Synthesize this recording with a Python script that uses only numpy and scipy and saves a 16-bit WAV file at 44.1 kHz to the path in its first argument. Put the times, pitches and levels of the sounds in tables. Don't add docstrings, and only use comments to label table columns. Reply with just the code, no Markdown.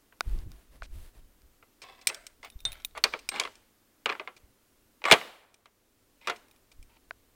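import sys
import numpy as np
from scipy import signal
from scipy.fft import rfft, irfft
from scipy.io import wavfile
from scipy.ndimage import uniform_filter1d

SR = 44100
rng = np.random.default_rng(int(sys.argv[2]) if len(sys.argv) > 2 else 0)


def to_wav(sig):
    pcm = np.clip(np.atleast_2d(sig), -1, 1) * 32767
    pcm = np.round(pcm).astype(np.int16)
    wavfile.write(sys.argv[1], SR, pcm.T)


N = 324122
T = np.arange(SR // 2) / SR

# f/Hz, level/dB (per Hz)
HISS_SPECTRUM = [(50, -16.5), (100, -3.5), (160, -13), (250, -3), (420, -8.5), (800, -16), (1300, -16),
                 (2300, -19.5), (5000, -21.5), (12000, -22.5), (16000, -22)]
WIND_SPECTRUM = [(10, -5), (25, 3.5), (60, -4), (100, -15), (170, -28.5), (350, -34), (1000, -69),
                 (4000, -100)]
# peak t/s, level/dB, time constant of the fall t/s
WIND_PUFFS = [(0.28, -32.5, 0.039), (0.352, -26.5, 0.054), (0.47, -29, 0.035), (0.712, -51.5, 0.072),
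              (0.82, -42.5, 0.038), (0.943, -38, 0.077), (1.18, -50.5, 0.084), (1.443, -54, 0.053),
              (2.56, -39.5, 0.0081), (2.668, -37.5, 0.04), (4.438, -55.5, .025), (6.8, -45, .04)]
# t/s, level/dB
BREEZE_LEVEL = [(1.6, -76), (2.95, -60), (3.96, -79.5), (5.23, -73), (5.62, -76.5), (7.3, -69)]
PUFF_RISE_SHARE = 0.51

WHINE_LEVELS = [-80, -80, -73.5, -83.5, -82, -91, -82]
WHINE_FIRST_END_S, WHINE_PERIOD_S, WHINE_LENGTH_S = 0.58, 1.178, 0.51

# t/s, level/dB (middle band), hardness/dB (treble against middle), clank f/Hz
BOLT_KNOCKS = [(0.124, -60.5, -36.5, 1560), (1.626, -59.5, -44, 1350), (2.0989, -36.5, -12, 2600),
               (2.4297, -48.5, -12, 2070), (2.446, -50, -8, 1131), (2.976, -42.5, -10.5, 1150),
               (3.039, -21, -5, 4400), (3.137, -31, -31.5, 2330), (3.359, -37.5, -15, 2337),
               (3.398, -30, 2, 2267), (3.4358, -40.5, -9, 3344), (3.451, -37.5, -21, 1100),
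               (3.474, -46, -30, 1325), (4.0581, -25.5, -17.5, 2355), (4.092, -33, -32, 2450),
               (4.098, -30, -32, 2450), (4.1243, -38, -32, 1790), (4.151, -46, -51, 1380),
               (4.1966, -37, -46, 2500), (4.2743, -39, -36, 2100), (5.018, -53.5, -22.5, 867),
               (5.04, -33.5, -19, 2445), (5.053, -25.5, -19.5, 2293), (5.1126, -9.5, -17, 2296),
               (5.1214, -7, -12, 3443), (5.1265, -7.5, -19.5, 643), (5.137, -14.5, -12, 2400),
               (5.213, -33, -30, 2190), (5.657, -53.5, -12, 1152), (6.2725, -31.5, -10.5, 1134),
               (6.283, -35, -17, 1340), (6.298, -30.5, -14, 1386)]
# f/Hz, level/dB, t60/s
GATE_MODES = [(434.3, -12.5, 0.12), (627, -9.5, .11), (708, -11, 0.16), (954, -9, .08), (1153, -8, 0.18),
              (1363, -4.5, 0.13), (1510, -13.5, .12), (1900, -15, .15), (2045, -1.5, 0.13), (2220, -4, .1),
              (2439, 2.5, .08), (2810, -14.5, .1), (2940, -15, 0.23), (3120, -15, 0.092),
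              (3300, -12.5, .12), (3871, -12.5, 0.034), (6200, -24, .09), (6966, -24, .09),
              (8700, -21, 0.086), (10500, -31.5, .15)]
# f/Hz, level/dB (per Hz)
TIMBER_SPECTRUM = [(60, -34.5), (150, -26), (280, -15), (420, -2.5), (700, -4.5), (1100, 1.5), (1650, -1),
                   (2400, 3), (3800, -3.5), (5000, -9.5), (8000, -18.5), (12000, -32), (16000, -38)]
# f/Hz, t60/s
FRAME_DECAY = [(150, .16), (500, .13), (1400, 0.12), (3700, 0.064), (10000, 0.033)]
TIMBER_DB, TIMBER_PER_HARDNESS, TIMBER_DB_PER_OCTAVE, MID_CLANK_HZ = -7, -0.1, -3.5, 1700
LET_GO_S, HELD_RING_DB, FREE_RING_DB = 6.1, -6.5, 19

# f/Hz, t60/s
NETTING_DECAY = [(200, 0.45), (600, 0.78), (2500, .6), (6000, 0.54), (14000, 0.66)]
# f/Hz, level/dB
NETTING_TONE = [(100, 0), (500, 1.57), (1200, -0.67), (2300, -1.45), (4000, -0.89), (8000, 1.3),
                (16000, -1.5)]
SPILL_DB, SPILL_DB_PER_OCTAVE, SPILL_HZ = -6, -3, 4000

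# start t/s, end t/s, level/dB, brightness/dB per octave
FOOTSTEPS = [(0.182, 0.492, -57, 0.5), (0.444, 0.688, -64, 1), (0.701, 0.794, -61.5, 0),
             (0.874, 1.14, -60, 2), (1.125, 1.223, -63, 0.5)]
# f/Hz, level/dB (per Hz)
GRASS_SPECTRUM = [(100, 7.5), (400, 2.5), (3500, -9.5), (6500, -16.5), (10500, -14), (16000, -19)]

# t/s, level/dB (middle band), hardness/dB (treble against middle)
CASE_TICKS = [(0.2078, -31.5, -9), (0.389, -69, 7), (0.518, -65.5, 7), (0.8214, -52.5, -28.5),
              (1.419, -75.5, 5), (7.109, -47, -24.5)]
# f/Hz, level/dB, t60/s
CASE_MODES = [(676, -24.5, 0.017), (1090, -14.5, 0.0084), (1486, -4.5, 0.011), (2350, -2.5, 0.0036),
              (3770, -16, 0.012), (4670, -0.5, 0.0024), (8800, -17, 0.0024), (13000, -10.5, 0.00047)]
CASE_BASS_DB, CASE_BASS_PER_HARDNESS = -5.5, -0.56

# t/s, level/dB (middle band), contact length t/s
LOCK_CLICKS = [(0.831, -53, 0.03), (1.8179, -48, 0.021), (2.013, -56.5, 0.014), (2.071, -25, 0.0006),
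               (2.088, -37.5, 0.0099), (2.145, -45, 0.002), (2.2667, -48.5, 0.0008), (3.039, -27.5, 0.0026),
               (3.19, -51, .0096), (3.289, -30.5, 0.0026), (3.554, -60, 0.0022), (4.365, -57, 0.016),
               (5.542, -56, .0042), (6.36, -55, 0.011), (6.716, -59.5, .012), (6.827, -62, 0.0016)]
# f/Hz, level/dB, t60/s
LOCK_MODES = [(2390, 6, 0.031), (2970, -2.5, .02), (4320, -9, .016), (5360, 4, 0.02), (6100, -6, .026),
              (7500, -3, 0.0142), (8460, -2.5, .15), (9100, -6.5, 0.026), (11200, -16.5, 0.022),
              (11600, -29.5, .04), (12500, -3, 0.012), (14810, -13, 0.033)]
# f/Hz, level/dB (per Hz)
STEEL_SPECTRUM = [(100, -22.5), (400, -6.5), (1200, -7.5), (2400, 2), (5500, 3), (8500, -0.5),
                  (12000, -9.5), (16000, -12)]
CONTACT_S, CLICK_BASS_DB, CLICK_TREBLE_DB = 0.0033, -13.5, -4
BASS_DB_PER_DOUBLING, TREBLE_DB_PER_DOUBLING = 2, -2.5
UNHOOK_S, HOOKED_RING_DB, UNHOOKED_RING_DB = 3.15, -24, -10

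# start t/s, end t/s, start level/dB, end level/dB
RASPS = [(1.826, 2.062, -51, -65), (2.116, 2.33, -48, -72), (2.438, 2.484, -44.5, -57.5),
         (2.657, 2.85, -48, -66), (2.95, 2.989, -43.5, -38.5), (3.122, 3.134, -49.5, -42),
         (3.315, 3.408, -43, -35), (3.411, 3.477, -38.5, -50.5), (4.083, 4.127, -41, -38),
         (5.055, 5.11, -31.5, -25), (6.21, 6.277, -59.5, -53.5), (6.892, 6.969, -68, -65.5)]
# f/Hz, level/dB, t60/s
ROD_MODES = [(1134, -0.5, 0.016), (2155, -2.5, 0.019), (2260, -4, 0.026), (3100, -13.5, 0.033),
             (7600, -21, 0.023), (8400, -29, 0.084)]
# f/Hz, level/dB (per Hz)
RASP_SPECTRUM = [(100, -31.5), (300, -10), (520, 3), (1000, 3), (1700, -1), (2400, -1.5), (3500, -4.5),
                 (5000, -15.5), (8000, -27), (16000, -37)]
ROD_RINGS_AT_DB, ROD_PER_RASP = -32, 0.4
TILT_PER_RASP = -0.0095
SLIP_SWELL_DB = 3

# t/s, level/dB (middle band), key (0 is the first key, 1 and 2 both sound the second)
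KEY_CLINKS = [(2.449, -54, 1), (2.501, -57, 1), (2.604, -57.5, 1), (2.6519, -25.5, 0), (2.7195, -48, 1),
              (2.729, -50, 1), (2.8482, -35.5, 1), (2.976, -54.5, 1), (6.484, -71, 2), (6.512, -64.5, 2),
              (6.562, -72, 2)]
# f/Hz, level/dB, t60/s
KEY_MODES = [
    [(3645, -10, 0.092), (4040, -17, 0.037), (5200, -32, 0.055), (6086, -13.5, 0.011), (8670, -17, .1),
     (8470, -27, 0.029), (14300, -28, 0.0097)],
    [(2450, -3.5, .014), (3790, -3.5, 0.014), (5550, -10, 0.013), (8760, -7, 0.012), (10060, -11.5, 0.038),
     (14770, -13, 0.038), (15440, -13, 0.035)],
    [(2870, -5, .2), (4258, -7, .15), (4420, -2, .08), (6008, -14, .15)],
]
KEY_BASS_DB, KEY_TREBLE_DB = -21, [-15, 0]
# start t/s, end t/s, level/dB (middle band, average touch)
KEY_JIGGLES = [(2.471, 2.945, -66)]
JIGGLES_PER_S, JIGGLE_SPREAD_DB = 22, 3


def amp(db):
    return 10 ** (np.asarray(db) / 20)


def unit(x):
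    return x / np.sqrt(np.mean(x ** 2) + 1e-24)


def noise(size):
    return rng.standard_normal(size)


def read(points, hz):
    f, value = np.transpose(points)
    return np.interp(np.log(hz + 1), np.log(f), value)


def add(mix, s, sound):
    part = mix[round(s * SR):][:len(sound)]
    part += sound[:len(part)]


def colour(x, spectrum, tilt_db=0):
    hz = np.fft.rfftfreq(len(x), 1 / SR)
    gain_db = read(spectrum, hz) + tilt_db * np.log2(hz + 100)
    return unit(irfft(rfft(x) * amp(gain_db), len(x)))


def cut(x, hz, kind):
    once = signal.butter(2, hz, kind, fs=SR, output="sos")
    return signal.sosfilt(np.tile(once, (2, 1)), x)


def fade(x, t60s):
    hz, t, z = signal.stft(x, SR, nperseg=256)
    decay = amp(-60 * t / read(t60s, hz)[:, None])
    return signal.istft(z * decay, SR)[1][:len(x)]


def ring(modes, spread_db):
    hz, db, t60 = np.transpose(modes)[:, :, None]
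    size = amp(db + spread_db * noise(db.shape)) * rng.choice([-1, 1], db.shape)
    decay = np.exp(-np.log(1000) * T / t60)
    return (size * decay * np.sin(2 * np.pi * hz * T)).sum(0) / np.linalg.norm(size)


def voiced(x, levels_db):
    upper = cut(x, 1300, "high")
    bands = cut(x, 1300, "low"), cut(upper, 5500, "low"), cut(upper, 5500, "high")
    return sum(amp(db) * band / np.std(band[:SR // 100]) for db, band in zip(levels_db, bands))


def crack(hold, release):
    attack = 1 - np.exp(-T / 0.0009)
    return attack * np.exp(-np.maximum(T - hold, 0) / release)


def air():
    t = np.arange(N) / SR
    power = amp(np.interp(t, *np.transpose(BREEZE_LEVEL))) ** 2
    for s, db, length in WIND_PUFFS:
        away = np.maximum((s - t) / PUFF_RISE_SHARE, t - s) / length
        power = power + (amp(db) * np.exp(-away)) ** 2
    hiss = amp(-67) * colour(noise(N), HISS_SPECTRUM)
    return hiss + np.sqrt(power) * colour(noise(N), WIND_SPECTRUM)


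def whine(top_hz=12270, rise_hz_per_s=750, wobble_hz=25):
    out, t = np.zeros(N), np.arange(0, WHINE_LENGTH_S, 1 / SR)
    for k, db in enumerate(WHINE_LEVELS):
        wobble = wobble_hz * unit(uniform_filter1d(noise(len(t)), 200))
        hz = top_hz - rise_hz_per_s * (WHINE_LENGTH_S - t) + wobble
        tone = unit(np.sin(2 * np.pi * np.cumsum(hz) / SR))
        start = WHINE_FIRST_END_S + k * WHINE_PERIOD_S - WHINE_LENGTH_S
        add(out, start, amp(db) * tone * signal.windows.tukey(len(t), 0.25))
    return out


def bolt(clank_t60=0.026):
    out = np.zeros(N)
    for s, db, hard_db, clank_hz in BOLT_KNOCKS:
        ring_gain = amp(HELD_RING_DB if s < LET_GO_S else FREE_RING_DB)
        clank_octaves = np.log2(clank_hz / MID_CLANK_HZ)
        timber_db = TIMBER_DB + TIMBER_PER_HARDNESS * hard_db + TIMBER_DB_PER_OCTAVE * clank_octaves
        frame = fade(colour(noise(len(T)), TIMBER_SPECTRUM), FRAME_DECAY)
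        clank = ring([(clank_hz, 0, clank_t60)], spread_db=0)
        body = frame + amp(-4) * ring(GATE_MODES, spread_db=7) + amp(6.5) * clank
        bass_level = (1 - np.exp(-T / 0.0015)) * (crack(hold=0.009, release=0.01) + amp(8) * ring_gain)
        treble_level = crack(hold=0.0012, release=0.0018) + ring_gain
        knock = cut(body, 980, "low") * bass_level + cut(body, 430, "high") * treble_level
        add(out, s, amp(db) * voiced(knock, (timber_db, 0, hard_db)))
    return out


def netting(x):
    hz, t, z = signal.stft(x, SR, nperseg=256)
    spread = uniform_filter1d(abs(z) ** 2, size=7, axis=0)
    shake = abs(uniform_filter1d(spread, size=7, axis=0))
    spill_db = SPILL_DB + SPILL_DB_PER_OCTAVE * np.log2(1 + hz / SPILL_HZ)
    shake = shake + shake.mean(0) * amp(spill_db)[:, None] ** 2
    keep = amp(-120 * t[1] / read(NETTING_DECAY, hz))
    energy = np.array([signal.lfilter([0, 0, 1 - k], [1, -k], band) for k, band in zip(keep, shake)])
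    buzz = signal.stft(unit(noise(N)), SR, nperseg=256)[2]
    buzz *= amp(1.6 * unit(uniform_filter1d(noise(z.shape), size=14, axis=1)))
    buzz *= np.sqrt(energy) * amp(read(NETTING_TONE, hz))[:, None] / np.std(buzz)
    return signal.istft(buzz, SR)[1][:N]


def steps():
    out = np.zeros(N)
    for start, end, db, tilt_db in FOOTSTEPS:
        size = round((end - start) * SR)
        blades = noise(size) * amp(3.2 * np.minimum(rng.exponential(1, size), 5))
        swish = colour(blades, GRASS_SPECTRUM, tilt_db)
        add(out, start, amp(db) * swish * signal.windows.tukey(size, 0.7))
    return out


def case():
    out = np.zeros(N)
    for s, db, hard_db in CASE_TICKS:
        bass_db = CASE_BASS_DB + CASE_BASS_PER_HARDNESS * hard_db
        tick = cut(ring(CASE_MODES, spread_db=2), 336, "high")
        add(out, s, amp(db) * voiced(tick, (bass_db, 0, hard_db)))
    return out


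def padlock():
    out = np.zeros(N)
    for s, db, length in LOCK_CLICKS:
        ring_db = HOOKED_RING_DB if s < UNHOOK_S else UNHOOKED_RING_DB
        doublings = np.log2(length / CONTACT_S)
        bass_db = CLICK_BASS_DB + BASS_DB_PER_DOUBLING * doublings
        treble_db = CLICK_TREBLE_DB + TREBLE_DB_PER_DOUBLING * doublings
        chatter_level = crack(length, release=0.00091) + amp(3) * np.exp(-T / 0.0057)
        chatter = colour(noise(len(T)), STEEL_SPECTRUM) * chatter_level
        modes = ring(LOCK_MODES, spread_db=2.5) * (crack(length, release=0.0041) + amp(ring_db))
        add(out, s, amp(db) * voiced(amp(-13) * chatter + modes, (bass_db, 0, treble_db)))
    return out


def rasps(slips_per_s=800):
    out = np.zeros(N)
    for start, end, start_db, end_db in RASPS:
        press_db = (start_db + end_db) / 2 - ROD_RINGS_AT_DB
        size = max(round((end - start) * SR), 64)
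        slips = noise(size) * (0.13 + (rng.random(size) < slips_per_s / SR))
        slips *= amp(SLIP_SWELL_DB * unit(uniform_filter1d(noise(size), size=250)))
        grit = colour(noise(len(T)), RASP_SPECTRUM, TILT_PER_RASP * press_db) * np.exp(-T / 0.0039)
        rod = amp(ROD_PER_RASP * press_db) * unit(ring(ROD_MODES, spread_db=3))
        body = unit(grit) + rod
        drive = unit(slips) * amp(np.linspace(start_db, end_db, size))
        add(out, start, signal.fftconvolve(drive, body / np.linalg.norm(body)))
    return out


def clink(key, spread_db):
    tick = colour(noise(len(T)), STEEL_SPECTRUM) * np.exp(-T / 0.0024)
    modes = np.array(KEY_MODES[key]) * [1 + 0.005 * rng.standard_normal(), 1, 1]
    return voiced(ring(modes, spread_db) + amp(-12) * tick, (KEY_BASS_DB, 0, KEY_TREBLE_DB[key]))


def keys():
    out = np.zeros(N)
    for s, db, key in KEY_CLINKS:
        add(out, s, amp(db) * clink(min(key, 1), spread_db=5.5))
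    for start, end, db in KEY_JIGGLES:
        for s in rng.uniform(start, end, round((end - start) * JIGGLES_PER_S)):
            touch = cut(clink(rng.integers(2), spread_db=5), 11000, "low")
            add(out, s, amp(db + JIGGLE_SPREAD_DB * rng.standard_normal()) * touch)
    return out


def scene():
    gate = cut(bolt() + rasps(), 115, "high")
    lock = padlock() + keys()
    tail = cut(netting(amp(-22) * gate + amp(-28) * lock), 140, "high")
    return (gate + lock + tail + case() + steps() + whine() + air())[None]


def record(dry, threshold_db=-17, recover_db_per_s=8):
    clipped = 0.7 * dry / (0.7 ** 4 + dry ** 4) ** (1 / 4)
    clipped = dry + cut(clipped - dry, 60, "high")
    smooth = np.exp(-1 / (0.016 * SR))
    power = signal.lfilter([1 - smooth], [1, -smooth], clipped[0] ** 2)
    power_db = 10 * np.log10(power + 1e-12)
    fall = np.arange(N) * recover_db_per_s / SR
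    held_db = np.maximum.accumulate(power_db + fall) - fall
    over_db = np.maximum(held_db - threshold_db, 0)
    ducked = clipped * amp(-0.9 * uniform_filter1d(over_db, 600, origin=299))
    band_limit = signal.firwin(255, 16100, window=("kaiser", 8), fs=SR)
    return signal.oaconvolve(ducked, band_limit[None], "same")


dry = scene()
out = record(dry)
to_wav(out)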